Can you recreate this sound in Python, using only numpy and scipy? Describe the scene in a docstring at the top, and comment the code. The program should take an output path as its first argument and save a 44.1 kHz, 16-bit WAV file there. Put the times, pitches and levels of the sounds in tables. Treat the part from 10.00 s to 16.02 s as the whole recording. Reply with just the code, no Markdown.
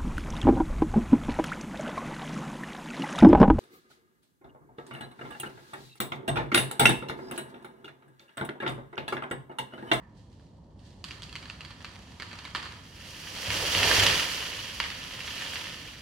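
"""A felled tree goes over in bare winter woods, some way down a slope from a pair of microphones.
The hinge of its trunk cracks fibre by fibre; the crown sweeps through other trees, crashes to the ground and
settles with limbs snapping. Snaps are ringing noise bursts with echoes off the trunks around; crackles are crowds of
small bursts; thuds are short sines over shuddering soil. Dry leaves crunch near the stump, the echo of a far
knock dies away, and filtered noise makes the distant traffic."""
import sys
import numpy as np
from scipy import signal
from scipy.fft import rfft, irfft, next_fast_len
from scipy.io import wavfile
from scipy.ndimage import map_coordinates

SR = 44100
rng = np.random.default_rng(int(sys.argv[2]) if len(sys.argv) > 2 else 0)


def put_to_file(sound):
    """Save the sound as 16-bit audio at rate SR, in the file named by the first command-line argument."""
    columns = np.atleast_2d(sound).T  # one column per channel
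    safe = np.clip(columns, -1, 1)
    whole_steps = np.round(safe * 32767)
    wavfile.write(sys.argv[1], SR, whole_steps.astype(np.int16))


N = 265349


def amp(db):
    """Decibels to gain."""
    return 10 ** (np.asarray(db) / 20)


def unit(x):
    """Scale to rms 1, over both channels together."""
    return x / np.sqrt(np.mean(x ** 2) + 1e-20)


def along(points, hz):
    """(Hz, value) points read on a log frequency axis."""
    f, v = np.transpose(points)
    return np.interp(np.log(hz + 1), np.log(f + 1), v)


def wobble(rate, size):
    """A smooth random curve with rate knots a second."""
    knots = rng.standard_normal(int(size * rate / SR) + 4)
    return map_coordinates(knots, [np.arange(size) * rate / SR])


def swell(start, end, rise_db, fall_db):
    """A gain that rises to 1 at start, holds until end and falls; slopes in dB a second."""
    t = np.arange(N) / SR
    before, after = np.maximum(start - t, 0), np.maximum(t - end, 0)
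    return amp(-abs(rise_db) * before - abs(fall_db) * after)


def together(levels):
    """Unrelated sounds add in power."""
    return np.sqrt(sum(level ** 2 for level in levels))


def add(out, s, x):
    """Mix x into out from time s."""
    i = max(round(s * SR), 0)
    out[:, i:i + x.shape[1]] += x[:, :max(N - i, 0)]


def filtered(x, response):
    """x times a response of frequency."""
    n = x.shape[-1]
    m = next_fast_len(n + 8192)
    return irfft(rfft(x, m) * response(np.fft.rfftfreq(m, 1 / SR)), m)[..., :n]


def resonance(hz, centre, width):
    """Band-pass response of one damped mode, 1 at its centre."""
    return 1j * hz * width / (centre ** 2 - hz ** 2 + 1j * hz * width)


def coloured(x, spectrum, tilt_db=0, size=2048):
    """Causal filter with this spectrum, tilted by tilt_db an octave between 700 and 7000 Hz."""
    hz = np.fft.rfftfreq(size, 1 / SR)
    octaves = np.log2(np.clip(hz, 700, 7000) / 2500)
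    # folding the cepstrum onto positive time gives minimum phase, so attacks stay sharp
    cepstrum = irfft(np.log(amp(along(spectrum, hz) + tilt_db * octaves)))
    cepstrum[1:size // 2] *= 2
    cepstrum[size // 2 + 1:] = 0
    impulse = irfft(np.exp(rfft(cepstrum)))
    return signal.fftconvolve(x, impulse[None], axes=1)[:, :x.shape[1]]


def diffuse(size):
    """White noise arriving from all around, as the two microphones get it."""
    # Likeness of scattered sound at the two microphones. Each row: frequency in Hz, coherence.
    coherence = [(25, 0.34), (70, 0.98), (300, .97), (700, 0.57), (1500, 0.22), (3000, 0.37), (5000, 0.21),
                 (8000, 0.06), (15000, 0.14)]
    turn = lambda hz: np.arccos(np.clip(along(coherence, hz), -1, 1)) / 2
    mid_side = lambda hz: np.array([np.cos(turn(hz)), np.sin(turn(hz))])
    mid, side = filtered(rng.standard_normal((2, size)), mid_side)
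    return np.array([mid + side, mid - side])


def rush(spectrum):
    """Diffuse noise of rms 1 with this spectrum."""
    return unit(filtered(diffuse(N), lambda hz: amp(along(spectrum, hz))))


def woods(lumpy_db=1.5, build_s=0.0055, size=32768):
    """A fresh reverberant tail: lumps of sound come back from trunk after trunk, building up over the first ms."""
    # Reverberation of the woods. Each row: frequency in Hz, time to fall by 60 dB in seconds.
    decay_times = [(200, 1), (1200, 0.84), (3500, 0.72), (8000, 0.73), (15000, 0.77)]
    hz, t, z = signal.stft(diffuse(size), SR, nperseg=256)
    decay = amp(-60 * t / along(decay_times, hz)[:, None])
    envelope = decay * (1 - np.exp(-t / build_s))
    tail = signal.istft(z * envelope, SR, nperseg=256)[1][:, :size]
    lumps = amp(lumpy_db * wobble(126.2, size))
    return unit(tail * lumps) / np.sqrt(size)  # mean energy 1 a channel


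def fracture(t60, release, scatter_db, size=2048):
    """One break: a sharp release, brief splintering, and scatter from the nearest brush."""
    t = np.arange(size) / SR
    splinters = unit(rng.standard_normal(size) * amp(-60 * t / t60)) / np.sqrt(size)
    splinters[0] += release
    brush = unit(diffuse(size) * amp(-60 * t / 0.14)) / np.sqrt(size)
    return unit(splinters + amp(scatter_db) * brush) / np.sqrt(size)  # mean energy 1 a channel


def woody(x, ring_hz, boost=0.59, q=6):
    """A broken piece rings briefly in its main mode."""
    return filtered(x, lambda hz: 1 + boost * resonance(hz, ring_hz, ring_hz / q))


def snaps(table, spectrum, splinter_t60, release, level_db, woods_db, echo_db, count=176):
    """Single breaks, each with one strong echo and a tail from the woods; level is that of the first 4 ms."""
    # the echo comes from a nearby trunk, each time by a slightly different path
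    echo_s, echo_spread, echo_spread_db = 0.0075, 0.2, 1
    # pieces ring, on the whole, a little below their brightness
    ring_ratio, ring_spread = 0.91, 0.18
    out = np.zeros((2, N))
    for (s, db, bright_hz), (ring, detour, loss) in zip(table, rng.standard_normal((len(table), 3))):
        # thicker wood sounds duller, rings lower and takes longer to part
        ring_hz = ring_ratio * bright_hz * np.exp(ring_spread * ring)
        splintering = splinter_t60 * (2550 / bright_hz) ** 2
        burst = woody(fracture(splintering, release, scatter_db=-6), ring_hz, boost=1.3, q=9)
        size = burst.shape[1]
        path = amp(woods_db) * woods()
        path[:, :size] += burst
        delay = round(echo_s * np.exp(echo_spread * detour) * SR)
        path[:, delay:delay + size] += amp(echo_db + echo_spread_db * loss) * burst
        snap = coloured(path, spectrum, tilt_db=6 * np.log2(bright_hz / 2550))
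        onset_rms = np.sqrt(np.mean(snap[:, :count] ** 2))
        add(out, s, amp(db + level_db) * snap / onset_rms)
    return out


def crackle(spectrum, rate, spread_db, t60, wash_db, clump_db=0.65, count=12):
    """Countless small breaks of very uneven size, from count places, in clumps over a diffuse wash; rms 1."""
    breaks = np.zeros((2, N))
    for ring_hz in np.geomspace(1200, 6000, count):
        happens = rng.random(N) < rate / count / SR  # rate is breaks a second over all places
        size_db = spread_db * np.minimum(rng.exponential(size=N), 2.7)
        sizes = amp(size_db) * rng.choice([-1, 1], N)
        piece = woody(fracture(t60, release=.5, scatter_db=-3), ring_hz)
        breaks += signal.oaconvolve((happens * sizes)[None], piece, axes=1)[:, :N]
    washed = unit(breaks) + amp(wash_db) * diffuse(N)
    return unit(coloured(washed, spectrum) * amp(clump_db * wobble(55, N)))


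def traffic():
    """A far road rumbles as low diffuse noise, gently swelling and growing a little louder at first."""
    # Rumble of the road. Each row: frequency in Hz, relative level in dB per Hz.
    rumble = [(20, -33), (40, -6.5), (62, 0.5), (80, -0.5), (98, 0.5), (125, -3.5), (165, -3), (215, -6.5),
              (300, -10.5), (420, -19), (950, -22), (1400, -37), (2200, -48), (15500, -68)]
    level_db, full_s, rise_db_per_s = -47.5, 1.35, 3
    level = amp(level_db) * swell(full_s, N / SR, rise_db_per_s, 0)
    drift = amp(.7 * wobble(5, N))
    return level * drift * rush(rumble)


def far_knock():
    """The hollow echo of a knock on wood dies away among the trees, as decaying diffuse noise."""
    # Each row: frequency in Hz, relative level in dB per Hz.
    hollow = [(600, -18), (1000, 3), (1500, -11), (1800, -2), (2200, -12), (2500, -16), (6000, -42)]
    t = np.arange(N) / SR
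    return amp(-57.0 - 60 * t / 0.67) * rush(hollow)


def litter():
    """Dry leaves crunch faintly near the stump; each scuff swells quickly and dies away."""
    # Scuffs in the leaf litter. Each row: time in seconds, relative level in dB.
    scuff_table = [(0.175, -66.5), (0.33, -69.5), (0.41, -71.5), (0.805, -69), (0.86, -61.5), (1.0, -69)]
    # Colour of the crunch. Each row: frequency in Hz, relative level in dB.
    crunch_colour = [(600, -17), (1800, -1.5), (2300, -4), (3000, -1.5), (4200, 0), (6500, -7.5),
                     (8700, -10), (11000, -21), (15500, -31)]
    rise_db_per_s, fall_db_per_s = 450, 67
    rest_db = -78.5  # between scuffs, on the scale of the table
    scuffs = together(amp(db) * swell(s, s, rise_db_per_s, fall_db_per_s) for s, db in scuff_table)
    crunch = crackle(crunch_colour, rate=350, spread_db=8, t60=.004, wash_db=8)
    return amp(1.5) * together([scuffs, amp(rest_db)]) * crunch


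def ground(boughs, thud_hz=97, t60=0.13):
    """The trunk lands in several dull shoves; the soil shudders around each and trembles under the boughs."""
    # Heaviest blows of the trunk on the soil. Each row: time in seconds, relative level in dB.
    blows = [(3.485, -32.5), (3.785, -26.5), (3.825, -38), (3.985, -26.5), (4.026, -30), (4.089, -30.5)]
    # Colour of the shaking soil. Each row: frequency in Hz, relative level in dB per Hz.
    soil_colour = [(20, -38), (38, -17), (58, 3.5), (78, -15), (100, 8.5), (128, -17), (158, 0),
                   (220, -14.5), (400, -25.5), (900, -68)]
    shudder_db, rise_db_per_s, fall_db_per_s = -7.5, 400, 88
    tremble_db = -8  # relative to the boughs
    shudder = together(amp(db + shudder_db) * swell(s, s, rise_db_per_s, fall_db_per_s) for s, db in blows)
    out = together([shudder, amp(tremble_db) * boughs]) * rush(soil_colour)
    t = np.arange(SR // 2) / SR
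    for s, db in blows:
        pitch = thud_hz * np.exp(.08 * rng.standard_normal())
        envelope = (1 - np.exp(-t / 0.0018)) * amp(-60 * t / t60)
        shove = np.sin(2 * np.pi * pitch * t) * envelope
        add(out, s, amp(db) * shove[None])
    return out


def hinge():
    """The uncut wood tears: loud cracks over a growing patter of small fibres, until the hinge parts."""
    # Dry wood giving way, two twigs and then the hinge.
    # Each row: time in seconds, relative level in dB, brightness in Hz.
    crack_table = [(0.397, -63, 2000), (0.7928, -61, 3340), (1.0417, -34, 3570), (1.1092, -35.5, 2550),
                   (1.2212, -40.5, 3590), (1.2326, -39.5, 3900), (1.294, -45.5, 3130), (1.3275, -41, 2940),
                   (1.3548, -33.5, 2940), (1.361, -36.5, 2870), (1.427, -42.5, 2680), (1.456, -42, 2210),
                   (1.4992, -33.5, 2680), (1.6076, -37.5, 2450), (1.6494, -40, 2780), (1.7069, -43.5, 2180),
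                   (1.8057, -47, 2380), (1.8463, -34.5, 2480), (2.1992, -35, 2100), (2.2221, -34, 2600),
                   (2.314, -41.5, 2020), (2.3304, -39.5, 2160), (2.3885, -39, 2600), (2.4519, -36.5, 2130),
                   (2.5493, -25, 2110), (2.5596, -30.5, 2260), (2.6279, -38, 2470), (2.6568, -38, 2010)]
    # Colour of the cracks. Each row: frequency in Hz, relative level in dB.
    crack_colour = [(120, -27), (300, -8), (650, -16.5), (1150, 0), (1700, -3), (2200, -2.5), (3100, -4),
                    (3700, -6.5), (4600, -3), (5500, -15.5), (8700, -20.5), (11000, -29.5), (15500, -37)]
    # Colour of the tearing fibres. Each row: frequency in Hz, relative level in dB.
    fibre_colour = [(300, -20), (700, -2), (1150, -2.5), (2200, -3), (3100, -2), (4600, -6.5), (5500, -8.5),
                    (8700, -16), (11000, -20.5), (15500, -34)]
    # the hinge tears ever harder as the trunk leans
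    start_s, full_s, end_s = 1.045, 2.42, 2.75
    tear_db, rise_db_per_s, fall_db_per_s = -52.5, 6.5, 66
    begun = np.arange(N) / SR > start_s
    tearing = swell(full_s, end_s, rise_db_per_s, fall_db_per_s) * begun
    patter = crackle(fibre_colour, rate=130, spread_db=7, t60=0.0066, wash_db=2.5)
    cracks = snaps(crack_table, crack_colour, splinter_t60=0.021, release=0.46,
                   level_db=-0.5, woods_db=0, echo_db=-7.5)
    return amp(tear_db) * tearing * patter + cracks


def crown_motion():
    """How hard twigs, leaves and boughs are being struck, over all surges of the crown."""
    # The crown brushes its neighbours, touches down, crashes, sags and rolls over.
    # Each row: full from and until in seconds, rise and fall in dB per second (twigs and leaves),
    # then the relative levels of twigs, leaves and boughs in dB.
    surge_table = [(3.06, 3.307, 48, 26, -48.5, -52.5, -59), (3.531, 3.7, 60, 21, -36, -37, -39.5),
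                   (3.89, 4.035, 37, 36, -23, -30, -32.5), (4.39, 4.644, 37, 12.5, -40, -48, -52.5),
                   (5.395, 5.596, 19, 27, -38, -46.5, -51.5)]
    haste = 1.31  # heavy boughs start and stop this much faster than twigs
    surges = []
    for start, end, rise, fall, twigs_db, leaves_db, boughs_db in surge_table:
        light = swell(start, end, rise, fall)
        heavy = swell(start, end, haste * rise, haste * fall)
        surges.append(np.array([amp(twigs_db) * light, amp(leaves_db) * light, amp(boughs_db) * heavy]))
    return together(surges)


def crown(twigs, leaves, boughs):
    """Twigs shatter, dry leaves hiss, thick boughs knock and limbs snap as the crown sweeps down and settles."""
    # Limbs breaking. Each row: time in seconds, relative level in dB, brightness in Hz.
    limb_table = [(3.5042, -25.5, 2400), (3.541, -35, 2780), (3.7496, -21, 2950), (3.83, -20.5, 2080),
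                  (3.9128, -18.5, 2190), (3.9973, -19.5, 2880), (4.0659, -16, 3050), (4.1255, -25.5, 2560),
                  (4.8012, -22, 2250), (4.8398, -31.5, 2820), (4.903, -34, 2900), (5.2054, -33, 3200),
                  (5.2776, -32.5, 3020), (5.4208, -34, 2300), (5.5566, -32, 2430)]
    # Colours of limbs, twigs, leaves and boughs. Each row: frequency in Hz, relative level in dB.
    limb_colour = [(200, -23), (500, -14), (750, -12), (1200, -4), (2000, 0.5), (2900, 0.5), (3800, -6.5),
                   (4700, -5), (6000, -16.5), (8000, -23.5), (11000, -22), (15500, -57)]
    twig_colour = [(300, -12.5), (700, -18.5), (1050, -7), (1800, -6), (2900, -1.5), (3850, -7),
                   (4650, -10), (5900, -14), (8000, -26), (11000, -23.5), (15500, -47)]
    leaf_colour = [(1500, -18), (3000, -15), (4600, 11), (7000, 2.5), (8200, -0.5), (10000, 0),
                   (12000, -2.5), (15500, -6.5)]
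    bough_colour = [(100, -20), (200, -8.5), (280, -1), (400, -0.5), (560, 0.5), (750, -1.5), (1400, -7.5),
                    (2500, -12.5), (6000, -46)]
    shatter = crackle(twig_colour, rate=460, spread_db=4.2, t60=.008, wash_db=2)
    hiss = crackle(leaf_colour, rate=600, spread_db=5, t60=.003, wash_db=3, clump_db=1.3)
    knocks = crackle(bough_colour, rate=180, spread_db=1.0, t60=0.0086, wash_db=0.5)
    bed = twigs * shatter + leaves * hiss + boughs * knocks
    limbs = snaps(limb_table, limb_colour, splinter_t60=0.014, release=0.3,
                  level_db=0.5, woods_db=-1.5, echo_db=-11.5)
    return bed + limbs


def scene():
    """All sources together, from the far road to the falling tree."""
    twigs, leaves, boughs = crown_motion()
    background = traffic() + far_knock() + litter()
    return background + ground(boughs) + hinge() + crown(twigs, leaves, boughs)


def record(dry, lag_s=.00002, gain_db=-2):
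    """The camera body rings a little and shades its microphones; the right one is nearer and mostly less shaded."""
    # Resonances of the camera body and its ports. Each row: centre in Hz, width in Hz, boost in dB.
    body_modes = [(535, 85, 4), (950, 65, 4.5), (1250, 43, 1.5), (1777, 94, 5.5), (2046, 47, 1.5),
                  (2887, 220, 4), (3216, 112, 6), (4600, 830, 1.5), (5850, 260, 4.5), (6930, 500, 3.5),
                  (8530, 290, 2.5), (11300, 310, 2.5)]
    # Shading by the camera body. Each row: frequency in Hz, left minus right in dB.
    shading = [(60, -1), (500, -1.6), (700, 1.5), (1000, -2.5), (3100, -1.2), (4550, -9.5), (5300, -4),
               (7800, -2), (9800, -5), (12300, -5), (14200, 1.5)]
    top_hz = 15900  # nothing is kept above
    sides = np.array([[.5], [-.5]])  # left, right
    body = lambda hz: 1 + sum((amp(db) - 1) * resonance(hz, centre, width) for centre, width, db in body_modes)
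    shade = lambda hz: amp(sides * along(shading, hz)) * np.exp(-2j * np.pi * hz * lag_s * sides)
    return amp(gain_db) * filtered(dry, lambda hz: body(hz) * shade(hz) * (hz < top_hz))


dry = scene()
out = record(dry)
put_to_file(out)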